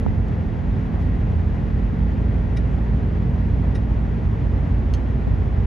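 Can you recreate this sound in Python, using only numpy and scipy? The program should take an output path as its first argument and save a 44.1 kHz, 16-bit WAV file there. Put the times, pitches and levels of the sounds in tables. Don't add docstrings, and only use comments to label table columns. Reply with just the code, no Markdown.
import sys
import numpy as np
from scipy import signal
from scipy.fft import rfft, irfft
from scipy.io import wavfile

SR = 44100
rng = np.random.default_rng(int(sys.argv[2]) if len(sys.argv) > 2 else 0)


def file_out(sig):
    cols = np.atleast_2d(sig).T
    lim = np.clip(cols, -1, 1)
    pcm = np.round(lim * 32767).astype(np.int16)
    wavfile.write(sys.argv[1], SR, pcm)


N = 249606


# freq_hz, density_db
RUMBLE_SPECTRUM = [(14, -67), (26, -58.5), (34, -57), (44, -40), (64, -45), (88, -42.3), (115, -43.7),
                   (140, -47.7), (160, -51), (192, -57.5), (245, -54), (315, -62.5), (420, -61.8),
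                   (600, -82)]
def road_rumble(gain_db):
    return from_db(gain_db) * cabin_noise(RUMBLE_SPECTRUM)


# time_s, pitch_hz, level_db
BOOM_CURVE = [(0, 54.5, -29), (.85, 55.2, -35), (1.15, 55.5, -26), (2, 56.4, -24), (2.4, 56.8, -22.3),
              (3.6, 57.7, -22.5), (4.5, 57.8, -23.5), (5.6, 58, -24.3)]
def engine_boom(gain_db, waver):
    hz, db = in_time(BOOM_CURVE)
    tone = (1 + waver * drift(6.6)) * np.cos(2 * np.pi * np.cumsum(hz) / SR)
    return np.sqrt(2) * from_db(db + gain_db) * tone * port_gains(hz.mean())


# cycle_multiple, level_db
ENGINE_HARMONICS = [(6, -28.8), (8, -38), (9, -37.5), (12, -31), (15, -32.5), (18, -38.5), (19, -51),
                    (20, -48), (21, -52), (24, -50.5), (27, -55), (30, -53)]
# cycle_multiple, peak_s, rise_db_per_s, fall_db_per_s
ENGINE_SWELLS = [(12, 3.6, 1.1, 6.5), (15, 1.5, .3, .9), (18, 1.7, .5, 1.6)]
def engine(drone_db, overtone_db, drone_waver, overtone_waver):
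    t = np.arange(N) / SR
    start_hz, climb_hz_per_s, left_lead_s = 13.99, .122, 0.0003
    cycle_hz = start_hz + climb_hz_per_s * t
    angle = 2 * np.pi * (np.cumsum(cycle_hz) / SR + cycle_hz * left_lead_s * np.array([[1], [0]]))
    dip_db = {k: np.maximum(rise * (peak - t), fall * (t - peak))
              for k, peak, rise, fall in ENGINE_SWELLS}
    out = 0
    for multiple, db in ENGINE_HARMONICS:
        group_db, waver = (drone_db, drone_waver) if multiple <= 15 else (overtone_db, overtone_waver)
        strength = 1 + waver * drift(2.7)
        tone = np.cos(multiple * angle + 2 * np.pi * rng.random() + waver * drift(1.5))
        level = from_db(db + group_db - dip_db.get(multiple, 0))
        out += np.sqrt(2) * level * strength * tone * port_gains(multiple * cycle_hz.mean())
    return out


# peak_s, level_db, pitch_hz
RUMBLE_SURGES = [(.96, -21, 82.5), (1.14, -27.5, 84.4), (1.39, -19, 83), (1.81, -19.5, 50.1),
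                 (4.27, -29, 88), (4.72, -18.5, 52)]
def rumble_surges(half_length_s):
    out, t = 0, np.arange(N) / SR
    for s, db, hz in RUMBLE_SURGES:
        tone = np.cos(2 * np.pi * (hz * t + rng.random()))
        out += np.sqrt(2) * from_db(db) * swell(s, half_length_s) * tone * port_gains(hz)
    return out


# freq_hz, density_db
ROAR_SPECTRUM = [(300, -73.5), (440, -66), (560, -66.5), (800, -68.5), (1000, -73.5), (1250, -77),
                 (1720, -76.5), (1900, -78), (2100, -82), (2600, -86), (3200, -91), (4500, -99.5),
                 (6400, -105.5), (9500, -113), (13000, -122.5)]
# peak_s, level_db, half_length_s
COARSE_PATCHES = [(0.967, -69.5, .04), (3.668, -73, .04), (5.572, -73, .04)]
# freq_hz, gain_db
PATCH_SPECTRUM = [(250, -10.5), (700, 4.5), (1500, -9.5), (2100, -14.5)]
def tyre_roar(flutter_db):
    surface = from_db(flutter_db * drift(18))
    coarse = sum(from_db(db) * swell(s, half_s) for s, db, half_s in COARSE_PATCHES)
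    return surface * cabin_noise(ROAR_SPECTRUM) + coarse * cabin_noise(PATCH_SPECTRUM)


# pitch_hz, width_hz, density_db
WHINE_BANDS = [(1888, 34, -79.5), (1983, 42, -85.5), (3355, 42, -93.5)]
def thin_whine(waver_db):
    out = 0
    for hz, width_hz, db in WHINE_BANDS:
        band = resonate(rng.standard_normal(N), hz, width_hz) * np.sqrt(SR / 2)
        out += from_db(db + waver_db * drift(2.7)) * band * port_gains(hz)
    return out


# start_s, level_db, ring_s, place (0 = first contact spot, 1 = second), snap_db
TRIM_TICKS = [(2.5653, -40, .05, 0.0, 11), (2.5709, -31, 0.056, 0.0, 9), (3.7490, -40, 0.058, 0.092, 15),
              (3.7547, -33, 0.058, 0.0, 13), (4.9375, -34, 0.075, 1.0, 18.5)]
# pitch_hz, width_hz, first_spot_db, second_spot_db
TRIM_MODES = [(1450, 110, 7, 1), (1920, 50, 11.5, 6.5), (2347, 120, 5.5, 6.5), (2870, 290, 0, 5.5),
              (3230, 310, -3, 5.5), (3780, 240, 3.5, -1), (4240, 240, -8, 4.5), (4600, 140, -11, 0.5),
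              (5140, 180, -1, -4), (5450, 150, -1.5, -6), (5840, 200, -4.5, -9), (6360, 320, -6.5, 3.5),
              (6780, 220, -14, -5.5), (7300, 320, -20, -5.5), (8900, 180, -2, -10), (9150, 220, 0.5, -1.5),
              (11700, 500, -30, -18), (13000, 900, -35, -20)]
def trim_ticks(scatter_db, ring_db, contact_hz):
    out, t = np.zeros(N), np.arange(N) / SR
    for s, db, ring_s, place, snap_db in TRIM_TICKS:
        tail = decay(s, ring_s)
        force = from_db(scatter_db) * tail * rng.standard_normal(N)
        force[round(s * SR)] += from_db(snap_db)
        for k, (hz, width_hz, first_db, second_db) in enumerate(TRIM_MODES):
            mode_db = np.interp(place, [0, 1], [first_db, second_db])
            ring = from_db(ring_db) * tail * np.sin(2 * np.pi * hz * (t - s))
            out += (-1) ** k * from_db(db + mode_db) * (resonate(force, hz, width_hz) + ring)
    return signal.sosfilt(signal.butter(4, contact_hz, fs=SR, output="sos"), out)


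# start_s, level_db, cutoff_hz
HOLDER_KNOCKS = [(0.0637, -18, 1200), (5.276, -21, 480)]
# pitch_hz, ring_s, level_db, right_gain (negative: rocking opposes the two ports)
HOLDER_MODES = [(73, .34, 0, -1.5), (245, .08, 2, -1.2), (410, .03, -2, -1.2), (540, 0.0086, -5, 0.93),
                (787, 0.014, 0, 0.84), (1150, .004, 3, 0.37)]
def holder_knocks():
    out = 0
    for s, knock_db, cutoff_hz in HOLDER_KNOCKS:
        ring, age = 0, np.arange(N) / SR - s
        for hz, ring_s, db, right_gain in HOLDER_MODES:
            mode = from_db(knock_db + db) * decay(s, ring_s) * np.sin(2 * np.pi * hz * age)
            ring += mode * np.array([[1], [right_gain]])
        out += signal.sosfilt(signal.butter(2, cutoff_hz, fs=SR, output="sos"), ring)
    return out


# peak_s, level_db, half_length_s
HISS_SWELLS = [(0.2845, -97, 0.002), (1.023, -107, 0.039), (1.31, -111.5, .025), (1.55, -112.5, 0.026),
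               (3.457, -117, 0.39)]
# freq_hz, gain_db
HISS_SPECTRUM = [(1500, -22), (4000, 7.5), (7000, 0), (10000, -2.5), (13000, -5)]
def hiss_swells():
    envelope = sum(from_db(db) * swell(s, half_s) for s, db, half_s in HISS_SWELLS)
    return envelope * cabin_noise(HISS_SPECTRUM)


# freq_hz, correlation (1 = mono)
CABIN_CORRELATION = [(50, 0.95), (75, 0.91), (145, 0.76), (270, 0.84), (360, 0.5), (480, 0.6),
                     (720, 0.0062), (980, 0.46), (1300, 0.15), (1600, -.12), (1800, -0.3), (2000, 0.77),
                     (2800, 1), (6000, 1)]
def cabin_noise(spectrum):
    hz = np.fft.rfftfreq(N, 1 / SR)
    mid, side = rfft(rng.standard_normal((2, N)))
    alike = at_hz(CABIN_CORRELATION, hz)
    ports = np.sqrt(1 + alike) * mid + np.sqrt(1 - alike) * side * [[1], [-1]]
    top_hz = spectrum[-1][0]
    colour = from_db(at_hz(spectrum, hz)) / np.maximum(hz / top_hz, 1) ** 10
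    return irfft(ports * port_gains(hz) * colour, N) * np.sqrt(SR) / 2


# freq_hz, left_minus_right_db
CABIN_BALANCE = [(60, -1.8), (140, -1.2), (220, -2.6), (330, -1.6), (520, -2.0), (900, -1.7), (1500, .8),
                 (1800, 5.6), (2300, 2.6), (3100, 0)]
def port_gains(hz):
    return from_db(at_hz(CABIN_BALANCE, hz) * np.array([[.5], [-.5]]))


def from_db(db):
    return 10 ** (np.asarray(db) / 20)


def in_time(rows):
    s, *columns = np.transpose(rows)
    return [np.interp(np.arange(N) / SR, s, c) for c in columns]


def at_hz(points, hz):
    known, values = np.transpose(points)
    return np.interp(np.log(np.maximum(hz, 1)), np.log(known), values)


def drift(rate_hz):
    hz = np.fft.rfftfreq(N, 1 / SR)
    slow = irfft(rfft(rng.standard_normal(N)) / (1 + (hz / rate_hz) ** 2), N)
    return slow / slow.std()


def resonate(x, hz, width_hz):
    r = np.exp(-np.pi * width_hz / SR)
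    feedback = [1, -2 * r * np.cos(2 * np.pi * hz / SR), r * r]
    return signal.lfilter(np.array([1, 0, -1]) * (1 - r * r) / 2, feedback, x)


def decay(start_s, ring_s):
    age = np.arange(N) / SR - start_s
    return (age >= 0) * from_db(-60 * np.clip(age / ring_s, 0, 4))


def swell(peak_s, half_length_s):
    return np.exp(-((np.arange(N) / SR - peak_s) / half_length_s) ** 2)


def scene():
    drone = engine(drone_db=0.03, overtone_db=-0.5, drone_waver=.11, overtone_waver=.35)
    boom = engine_boom(gain_db=0.24, waver=0.076)
    ticks = trim_ticks(scatter_db=-1.0, ring_db=-18, contact_hz=12500)
    details = ticks + holder_knocks() + hiss_swells()
    road = road_rumble(gain_db=0.4) + tyre_roar(flutter_db=.5) + rumble_surges(half_length_s=0.042)
    return road + boom + drone + thin_whine(waver_db=2.5) + details


# freq_hz, lag_cycles
LEFT_PORT_LAG = [(6000, 0), (7000, .11), (7500, .25), (8000, .48), (8500, .53), (9200, .67), (10100, .8),
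                 (10500, 1)]
def record(dry):
    lag_cycles = at_hz(LEFT_PORT_LAG, np.fft.rfftfreq(2 * N, 1 / SR))
    left = irfft(rfft(dry[0], 2 * N) * np.exp(-2j * np.pi * lag_cycles))[:N]
    fade_s, cutoff_hz = .004, 13700
    fade = np.minimum(np.arange(N)[::-1] / SR / fade_s, 1)
    top_cut = signal.ellip(10, .1, 80, cutoff_hz, fs=SR, output="sos")
    return signal.sosfilt(top_cut, np.array([left, dry[1]]) * fade)


dry = scene()
out = record(dry)
file_out(out)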